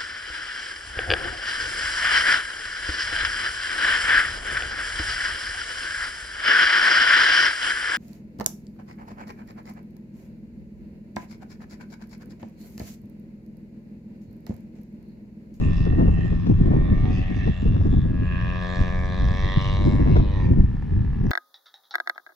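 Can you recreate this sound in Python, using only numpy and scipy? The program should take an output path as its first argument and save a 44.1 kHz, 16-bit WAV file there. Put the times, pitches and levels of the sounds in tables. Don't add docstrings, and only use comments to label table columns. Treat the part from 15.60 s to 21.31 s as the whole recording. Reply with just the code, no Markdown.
import sys
import numpy as np
from scipy import signal
from scipy.fft import rfft, irfft, next_fast_len
from scipy.io import wavfile
from scipy.ndimage import uniform_filter1d, map_coordinates

SR = 44100
rng = np.random.default_rng(int(sys.argv[2]) if len(sys.argv) > 2 else 0)


def pcm_store(signal):
    levels = np.round(np.clip(np.atleast_2d(signal), -1, 1) * 32767)
    wavfile.write(sys.argv[1], SR, levels.astype(np.int16).T)


N = 251811
T = np.arange(N) / SR


def plane():
    turns, pulses = engine()
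    thrum, swish = propeller(turns)
    pure, clean, raspy, breathy = drives(pulses, swish)
    direct = top_cut(exhaust(pure, clean, raspy, breathy) + thrum)
    return at_ports(direct) + top_cut(beams(raspy)) * pan(-4)


# (time_s, firings_hz)
ENGINE_SPEED = [(0, 83.24), (.45, 84.3), (.68, 84.5), (.8, 85.4), (1.03, 84.04), (1.15, 85.6), (1.3, 89.33),
                (1.53, 93.17), (1.65, 93.36), (1.88, 90.8), (2.15, 88), (2.6, 88.03), (2.8, 89.52),
                (3.2, 90.07), (3.5, 91.1), (3.62, 91.7), (3.76, 93.85), (4.0, 96), (4.2, 97.1),
                (4.35, 99.27), (4.7, 98.06), (4.78, 96.8), (5.0, 78.3), (5.2, 71.12), (5.5, 71.98),
                (5.71, 74.6)]
# (time_s, stumble from 0 to 1)
ENGINE_STUMBLE = [(.1, 0.4), (.4, 0.2), (1.0, .3), (1.25, 0), (1.55, 0.06), (1.75, 0.3), (1.92, 0.3),
                  (2.1, 0), (2.7, 0), (4.7, 0), (4.8, 0.5), (5.1, 0.89)]


def engine():
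    firing_hz, = curves(ENGINE_SPEED)
    stumble = np.clip(curves(ENGINE_STUMBLE)[0], 0, 1)
    turns = np.cumsum(firing_hz) / SR
    pulses = firings(
        turns,
        weak_db=6.5 * stumble,
        late_ms=0.6 * stumble,
        scatter_ms=0.016 + 0.09 * stumble,
        scatter_db=0.95 + 1.4 * stumble)
    return turns, unit(pulses)


def firings(turns, weak_db, late_ms, scatter_ms, scatter_db):
    count = np.arange(1, int(turns[-1]))
    odd = count % 2
    timing, strength = rng.standard_normal((len(count), 2)).T
    at = np.searchsorted(turns, count)
    shift_ms = timing * scatter_ms[at] - odd * late_ms[at]
    place = (np.interp(count, turns, T) + shift_ms / 1000) * SR
    size = undb(weak_db[at] * odd + scatter_db[at] * strength)
    size = size / np.sqrt(uniform_filter1d(size ** 2, size=8))
    taps = place.astype(int)[:, None] + np.arange(-7, 9)
    pulse = size[:, None] * np.sinc(taps - place[:, None])
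    return np.bincount(np.clip(taps, 0, N - 1).ravel(), pulse.ravel(), N)


def drives(pulses, swish):
    puffs = gas(pulses, decay_ms=4.2)
    pure = pulses + 0.04 * puffs + 0.12 * swish
    clean = pulses + 0.07 * puffs + 0.3 * swish
    raspy = pulses + 0.3 * puffs + 0.4 * swish
    breathy = pulses + 1.7 * gas(pulses, decay_ms=2.4) + 0.45 * swish
    return pure, clean, raspy, breathy


def gas(pulses, decay_ms):
    pole = np.exp(-1000 / (decay_ms * SR))
    return unit(signal.lfilter([1], [1, -pole], pulses) * rng.standard_normal(N))


# (time_s, bark_db, silencer_ring_db, rasp_db, sizzle_db)
EXHAUST_LEVELS = [(0.1, -52, -59, -58.5, -67), (.26, -54, -59, -65, -65), (.39, -53.5, -57, -73, -78.5),
                  (.52, -54.5, -64.5, -70.5, -75.5), (.62, -53.5, -55.5, -63.5, -72),
                  (.92, -64.5, -64.5, -69.5, -70), (1.15, -50.5, -57.5, -74, -79.5),
                  (1.45, -48.5, -59.5, -61, -72), (1.57, -50.5, -55, -63.5, -71),
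                  (1.87, -53, -50, -64.5, -68.5), (2.06, -49.5, -59, -66, -69),
                  (2.39, -64.5, -56, -70.5, -71.5), (2.51, -51, -55.5, -75.5, -86),
                  (2.77, -47.5, -40, -56, -74), (2.93, -43, -43.5, -58.5, -67),
                  (3.11, -38, -40, -47.5, -55.5), (3.4, -39.5, -43, -57.5, -60.5),
                  (3.99, -40, -43.5, -46.5, -58), (4.29, -37.5, -51.5, -51.5, -60),
                  (4.42, -45, -46, -62, -67), (4.58, -47.5, -58, -51.5, -63), (4.68, -43, -56.5, -57, -75),
                  (4.79, -44, -53.5, -57.5, -64), (5.05, -63.5, -61.5, -91, -82),
                  (5.15, -54, -59, -76, -77.5), (5.55, -59, -56.5, -86, -82), (5.68, -51.5, -53, -76, -66)]


def exhaust(pure, clean, raspy, breathy):
    bark_db, ring_db, rasp_db, sizzle_db = curves(EXHAUST_LEVELS)
    low = bark(pure, bark_db) + silencer_ring(clean, ring_db) + honk(pure)
    middle = silencer_overtone(clean) + whine(raspy) + rasp(raspy, rasp_db)
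    return low + middle + sizzle(breathy, sizzle_db) + fizz(breathy)


# (pitch_hz, width_hz, level_db against each other, left_minus_right_db)
BARK_MODES = [(254, 120, 10.5, -6), (507, 210, 4, 5.5), (777, 170, 4, 2.5)]


def bark(drive, level_db):
    return resonate(drive, BARK_MODES) * undb(level_db + 1.5)


# (pitch_hz, width_hz, level_db, left_minus_right_db)
RING_MODES = [(1833, 355, -13, 0.2)]
# (time_s, centre_hz, further left_minus_right_db)
RING_HEADING = [(0.1, 1833, -13), (.65, 1830, -10), (.87, 1703, -3), (1.05, 1790, -12.5), (1.38, 1825, -9),
                (1.6, 1774, 8), (1.85, 1730, -6), (2.3, 1700, -3.5), (2.8, 1650, -5.5), (3.15, 1687, -6.5),
                (3.57, 1700, -7), (3.95, 1834, -9.5), (4.6, 1710, -3.5), (4.85, 1830, -2),
                (5.3, 1727, -5.5)]


def silencer_ring(drive, level_db):
    centre_hz, side_db = curves(RING_HEADING)
    ring = sweep(resonate(drive, RING_MODES), centre_hz, width_hz=120)
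    return ring * undb(level_db + 1) * pan(side_db)


# (pitch_hz, width_hz, level_db against each other, left_minus_right_db)
HONK_MODES = [(1006, 270, 3, 6), (1117, 340, -3.5, 5)]
# (time_s, level_db, centre_hz)
HONK_PATH = [(.1, -56.5, 1126), (.55, -61.5, 1078), (1.0, -61.5, 1097), (1.42, -52, 1058),
             (1.6, -60.5, 1118), (2.5, -61.5, 1120), (2.78, -46.5, 1060), (3.14, -43.5, 1090),
             (3.42, -46, 1093), (3.78, -45.5, 1132), (4.0, -39.5, 1152), (4.3, -46.5, 1038),
             (4.68, -53, 1006), (4.79, -46, 956), (5.05, -62.5, 908), (5.68, -55, 1020)]


def honk(drive):
    level_db, centre_hz = curves(HONK_PATH)
    return sweep(resonate(drive, HONK_MODES), centre_hz, width_hz=240) * undb(level_db - 1)


# (pitch_hz, width_hz, level_db, left_minus_right_db)
OVERTONE_MODES = [(2203, 260, -8.5, 0)]
# (time_s, level_db, centre_hz)
OVERTONE_PATH = [(.1, -72.5, 2136), (1.0, -68, 2204), (1.15, -61.5, 2316), (1.7, -54, 2140),
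                 (2.3, -75, 2136), (2.9, -63, 2206), (3.1, -53, 2230), (3.45, -52.5, 2300),
                 (3.65, -54.5, 2200), (3.83, -45.5, 2290), (4.2, -50, 2197), (4.55, -49.5, 2163),
                 (4.65, -63.5, 2120), (4.85, -57, 2210), (5.1, -78, 2210)]


def silencer_overtone(drive):
    level_db, centre_hz = curves(OVERTONE_PATH)
    tone = sweep(resonate(drive, OVERTONE_MODES), centre_hz, width_hz=150)
    return tone * undb(level_db - 4.5 + rocking_db())


# (pitch_hz, width_hz, level_db, left_minus_right_db)
WHINE_MODES = [(2795, 620, 0, 5)]
# (time_s, level_db, centre_hz)
WHINE_PATH = [(0.1, -55, 2555), (.32, -60.5, 2666), (.45, -58.5, 2705), (.65, -59.5, 2585),
              (.85, -65, 2535), (1.1, -59.5, 2406), (1.78, -59.5, 2630), (2.05, -60, 2754),
              (2.5, -64.5, 2520), (2.72, -47.5, 2506), (3.1, -46, 2455), (3.6, -59, 2390),
              (4.03, -47, 2950), (4.42, -62.5, 2696), (4.87, -58, 2327), (5.02, -65.5, 2386),
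              (5.65, -68.5, 2630)]


def whine(drive):
    level_db, centre_hz = curves(WHINE_PATH)
    tone = sweep(resonate(drive, WHINE_MODES), centre_hz, width_hz=170)
    return tone * undb(level_db + rocking_db())


# (pitch_hz, width_hz, level_db against each other, left_minus_right_db)
RASP_MODES = [(3340, 640, 1.1, -14), (3900, 670, 1.9, -8.5)]
# (time_s, centre_hz)
RASP_PATH = [(.2, 3440), (1.4, 3314), (2.5, 3396), (3.1, 3570), (3.6, 3570), (3.95, 3420), (4.15, 3730),
             (4.4, 3820), (4.8, 3850)]


def rasp(drive, level_db):
    centre_hz, = curves(RASP_PATH)
    band = sweep(resonate(drive, RASP_MODES), centre_hz, width_hz=600)
    return band * undb(level_db + rocking_db())


# (pitch_hz, width_hz, level_db added to the sizzle, left_minus_right_db)
SIZZLE_MODES = [(5250, 790, -3, -0.5), (5690, 580, -8.5, -6.5)]


def sizzle(drive, level_db):
    return sum(resonate(drive, [mode]) * undb(level_db + mode[2] + shimmer_db())
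               for mode in SIZZLE_MODES)


# (pitch_hz, width_hz, level_db, left_minus_right_db)
FIZZ_MODES = [(7120, 1300, -1, 0.5)]
# (time_s, level_db)
FIZZ_LEVELS = [(0, -65), (.28, -83), (.4, -80.5), (.62, -79), (1.1, -88), (1.38, -89), (1.54, -77),
               (1.67, -81.5), (1.8, -85), (2.03, -77), (2.15, -85.5), (2.35, -72), (2.52, -89), (2.9, -74),
               (3.12, -65), (3.6, -69), (3.8, -68), (4.18, -66.5), (4.42, -75), (4.8, -84), (5.0, -87),
               (5.7, -83)]


def fizz(drive):
    return resonate(drive, FIZZ_MODES) * undb(curves(FIZZ_LEVELS)[0] + shimmer_db())


def rocking_db():
    return 3 * walk(6)


def shimmer_db():
    return 2.5 * walk(13)


# (centre_s, centre_to_edge_s, pitch_hz, width_hz of one filter pass, level_db before a shared pan)
BEAM_EVENTS = [(.18, 0.19, 3430, 600, -63), (.62, .086, 2850, 500, -59.5), (1.26, 0.12, 3550, 330, -64),
               (1.38, 0.11, 2230, 502, -58.5), (1.47, 0.089, 724.3, 330, -47.5),
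               (1.56, .09, 4800, 1470, -61.5), (1.75, 0.054, 2042, 400, -61.5),
               (1.77, 0.054, 4300, 2440, -64), (2.12, 0.23, 3570, 330, -66.5),
               (2.38, 0.13, 3494, 397.1, -58), (2.87, .14, 5480, 500.6, -70.5),
               (2.93, .12, 2664, 329.5, -64), (3.13, 0.18, 3985, 450, -59), (3.24, .17, 5835, 698.7, -72),
               (3.554, 0.083, 3690, 800, -55), (3.8, .07, 5520, 899, -60), (3.89, .1, 1876, 160.1, -45),
               (4.199, 0.21, 575.1, 120, -52), (4.13, .08, 4036, 900, -52.5), (4.16, .13, 4476, 700.2, -67),
               (4.17, .1, 5850, 700, -70), (4.54, 0.031, 2678, 328.5, -57), (4.68, 0.096, 2887, 332, -59.5),
               (4.83, 0.1, 4473, 1300, -66)]


def beams(drive):
    total = np.zeros(N)
    for centre_s, length_s, pitch_hz, width_hz, level_db in BEAM_EVENTS:
        steady_hz = np.full(N, pitch_hz)
        once = sweep(drive, steady_hz, width_hz)
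        total += sweep(once, steady_hz, width_hz) * swells([(centre_s, length_s, level_db)])
    return total


# (time_s, thrum_db before a 1.5 dB lift,
# swish_db relative to the firings before each drive takes its share)
PROPELLER_LEVELS = [(0, -29.5, 2), (.8, -30.5, 4), (1.4, -35.5, 2), (1.8, -39.5, 11.5),
                    (2.25, -34.5, -13.5), (2.75, -30, 2), (3.6, -31, -0.5), (4.6, -57, 1), (4.85, -46, 12),
                    (5.1, -43, -17), (5.7, -26, -17)]


def propeller(turns):
    thrum_db, swish_db = curves(PROPELLER_LEVELS)
    thrum = np.sin(4 * np.pi * turns) + 0.055 * np.sin(8 * np.pi * turns)
    throb = 1 + 0.22 * np.cos(2 * np.pi * turns)
    swish = rng.standard_normal(N) * undb(swish_db) * throb
    return thrum * undb(thrum_db + 1.5), swish


def top_cut(x):
    return lowpass(x, 7900, order=12)


# (time_s, lag_ms before each port's own shift)
ECHO_LAG = [(0, 1.71), (.7, 1.61), (1.15, 1.71), (1.6, 1.51), (2.2, 1.68), (3.3, 1.74), (4.2, 1.822),
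            (4.7, 1.92), (5.0, 2.23), (5.7, 2.42)]
CAVITY_HZ, CAVITY_WIDTH_HZ = 2930, 390


def at_ports(direct):
    lag_ms, = curves(ECHO_LAG)
    mirrored = lowpass(direct, 4500)
    left = direct[0] + 0.68 * delay(mirrored[0], lag_ms - 0.07)
    right = direct[1] + 0.68 * delay(mirrored[1], lag_ms + 0.077)
    peak = signal.iirpeak(CAVITY_HZ, CAVITY_HZ / CAVITY_WIDTH_HZ, fs=SR)
    return np.array([left, right - 2 * signal.lfilter(*peak, right)])


# (time_s, scatter_db relative to the unscattered sound)
SCATTER_LEVELS = [(0, 0.5), (1.5, 1.5), (2.4, -7), (3.1, -6.5), (4.4, -14), (5.5, -13.5)]


def scattered(x):
    ms = T[:2048] * 1000
    tail = rng.standard_normal((2, len(ms))) * np.exp(-ms / 9)
    tail = tail / np.sqrt(np.sum(tail ** 2, axis=1, keepdims=True))
    return signal.fftconvolve(x, tail, axes=1)[:, :N] * undb(curves(SCATTER_LEVELS)[0])


# (time_s, strength_db)
WIND_STRENGTH = [(0, -28), (.2, -34), (.33, -26), (.6, -32), (.8, -36), (.9, -28.5), (1.25, -28.5),
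                 (1.5, -32.5), (1.88, -38), (1.97, -57), (2.03, -30.5), (2.27, -27.5), (2.55, -32.5),
                 (2.68, -38), (2.88, -39), (3.05, -52), (3.45, -41), (3.88, -41.5), (4.12, -39.5),
                 (4.28, -27.5), (4.55, -26.5), (4.7, -32.5), (4.93, -27.5), (5.17, -40), (5.7, -31.5)]
MEAN_WIND_DB = -34
# (centre_s, centre_to_edge_s, thud_db, carried_db of the smaller eddies that ride along)
THUMP_EVENTS = [(0.399, 0.023, -27, -15), (0.487, 0.025, -14, -19), (0.903, 0.028, -30, -14),
                (1.014, 0.011, -11, -10.5), (1.067, 0.014, -18.5, -25), (1.172, 0.022, -28, -13),
                (1.326, 0.021, -17.5, -13.5), (1.886, 0.033, -20.5, -18.5), (3.208, 0.036, -15.5, -23.5),
                (3.655, 0.11, -17.5, -29.5), (3.974, 0.018, -13, -17.5), (4.454, 0.021, -14, -24),
                (4.596, 0.014, -8, -18), (4.919, 0.019, -14, -18.5), (5.005, 0.018, -7.5, -20.5),
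                (5.041, 0.015, -11, -27), (5.652, .014, -25, -18.5)]
LEE_HZ, LEE_SHARE = 235, 0.62


def wind():
    stronger_db = curves(WIND_STRENGTH)[0] - MEAN_WIND_DB
    thuds = swells((s, length, thud_db) for s, length, thud_db, _ in THUMP_EVENTS)
    carried = swells((s, length, carried_db) for s, length, _, carried_db in THUMP_EVENTS)
    left, right = rumble(stronger_db, thuds) + crackle() + small_eddies(stronger_db, carried)
    large = lowpass(right, LEE_HZ)
    return np.array([left, large - LEE_SHARE * (right - large)])


# (pitch_hz, density_db per Hz before evening)
RUMBLE_SPECTRUM = [(10, -18), (22, 4), (35, -1), (60, 0.5), (95, -1.5), (150, -9), (220, -20), (400, -50.5),
                   (2000, -100)]


def rumble(stronger_db, thuds):
    steady = undb(-22 + 0.34 * stronger_db + 2.27 * walk(17))
    return even(noise(RUMBLE_SPECTRUM), ms=58) * np.hypot(steady, thuds)


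# (pitch_hz, density_db per Hz before evening)
BUFFET_SPECTRUM = [(40, -9.5), (100, 2.5), (170, 2.5), (280, -3), (400, -13.5), (600, -33.5), (1000, -48.5),
                   (2000, -65), (5000, -68), (12000, -103.5)]
FLUTTER_SPECTRUM = [(30, -47), (100, -21.5), (300, 12), (500, 1), (800, -6.5), (1300, -18), (2500, -30.5),
                    (6000, -45), (12000, -77.5)]
# (centre_s, centre_to_edge_s, level_db)
GUST_EVENTS = [(.272, .015, -32.5), (.33, .012, -38), (.385, 0.01, -32), (.408, 0.027, -30.5),
               (.461, 0.011, -37), (.487, 0.017, -32.5), (.59, .012, -38.5), (.657, .01, -38),
               (.73, 0.024, -39), (.872, 0.012, -32.5), (.914, 0.022, -34.5), (1.003, 0.0066, -37),
               (1.083, .01, -36), (1.112, 0.0092, -35), (1.15, 0.036, -32.5), (1.212, .014, -39),
               (1.256, .01, -50), (1.292, .014, -37), (1.328, 0.026, -41.5), (1.878, 0.011, -29.5),
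               (2.165, .012, -39), (2.21, 0.0094, -32.5), (2.257, 0.01, -36.5), (2.341, 0.0086, -31),
               (2.44, .012, -54), (4.332, .016, -38), (4.403, 0.017, -29), (4.46, 0.013, -34),
               (4.505, 0.016, -33), (4.572, 0.019, -28), (4.602, .011, -31), (5.002, 0.016, -37.5),
               (5.04, .012, -43), (5.645, .014, -50)]


def small_eddies(stronger_db, carried):
    bursts = unit(undb(3.65 * walk(55)))
    buffet = np.hypot(undb(-27 + stronger_db) * bursts, carried)
    gusts = undb(9) * swells(GUST_EVENTS)
    ragged = unit(undb(1.1 * walk(170)))
    flutter = np.hypot(gusts, undb(-46.5 + 1.9 * stronger_db) * bursts) * ragged
    shared, *own = (even(noise(BUFFET_SPECTRUM), ms=35) * buffet
                    + even(noise(FLUTTER_SPECTRUM), ms=7.2) * flutter for _ in range(3))
    return shared + 0.25 * np.array(own)


# (centre_s, centre_to_edge_s, level_db)
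CRACKLE_EVENTS = [(.458, .003, -45), (.87, .012, -42), (4.568, .006, -37)]
# (pitch_hz, density_db per Hz before scaling to rms 1)
CRACKLE_SPECTRUM = [(300, -14), (900, -4.5), (2500, -13.5), (6000, -23), (9000, -47)]


def crackle():
    return noise(CRACKLE_SPECTRUM) * swells(CRACKLE_EVENTS)


# (pitch_hz, density_db per Hz before scaling to rms 1)
FIELD_SPECTRUM = [(100, -10.5), (500, -26.5), (1000, -6.5), (2000, -13), (4000, -23.5), (7500, -40),
                  (9000, -42), (15000, -46.5)]


def field():
    own = np.array([noise(FIELD_SPECTRUM), noise(FIELD_SPECTRUM)])
    return undb(-57.5) * (noise(FIELD_SPECTRUM) + 0.5 * own)


def undb(db):
    return 10 ** (np.asarray(db) / 20)


def unit(x):
    return x / np.sqrt(np.mean(x ** 2))


def curves(table):
    s, *columns = np.transpose(table)
    return [np.interp(T, s, column) for column in columns]


def pan(db):
    return undb(np.array([[1], [-1]]) * db / 2)


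def lowpass(x, hz, order=1):
    return signal.sosfilt(signal.butter(order, hz, fs=SR, output="sos"), x)


def noise(spectrum):
    hz, db = np.transpose(spectrum)
    size = next_fast_len(N)
    f = np.maximum(np.arange(size // 2 + 1) * SR / size, 1)
    gain = undb(np.interp(np.log(f), np.log(hz), db))
    return unit(irfft(rfft(rng.standard_normal(size)) * gain, size)[:N])


def walk(rate):
    k = max(int(SR / rate), 2)
    steps = np.repeat(rng.standard_normal(N // k + 1), k)
    return unit(uniform_filter1d(steps, k)[:N])


def delay(x, ms):
    return map_coordinates(x, [(T - ms / 1000) * SR], order=3)


def resonate(x, modes):
    size = 4096
    f = np.maximum(np.arange(size // 2 + 1) * SR / size, 1)
    power = 1e-9
    for hz, width_hz, db, side_db in modes:
        detuning = (f / hz - hz / f) * hz / width_hz
        power = power + (undb(db) * pan(side_db) / (1 + detuning ** 2)) ** 2
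    cepstrum = irfft(np.log(power) / 2)[:, 1:size // 2]
    response = irfft(np.exp(rfft(2 * np.pad(cepstrum, [(0, 0), (1, 0)]), size)))
    return unit(signal.fftconvolve(x[None], response, axes=1)[:, :N])


def sweep(x, hz, width_hz):
    carrier = np.exp(2j * np.pi * np.cumsum(hz) / SR)
    return unit((lowpass(x / carrier, width_hz / 2) * carrier).real)


def swells(table):
    return sum(undb(db) * np.exp(-2 * ((T - s) / length) ** 2) for s, length, db in table)


def even(x, ms):
    return x / np.sqrt(uniform_filter1d(x ** 2, max(int(ms * SR / 1000), 2)) + 1e-6)


def scene():
    heard = plane()
    return heard + scattered(heard) + wind() + field()


def record(dry):
    rounded = np.tanh(1.114 * dry) / 1.067
    return signal.sosfilt(signal.ellip(8, 0.2, 70, 15700, fs=SR, output="sos"), rounded)


dry = scene()
out = record(dry)
pcm_store(out)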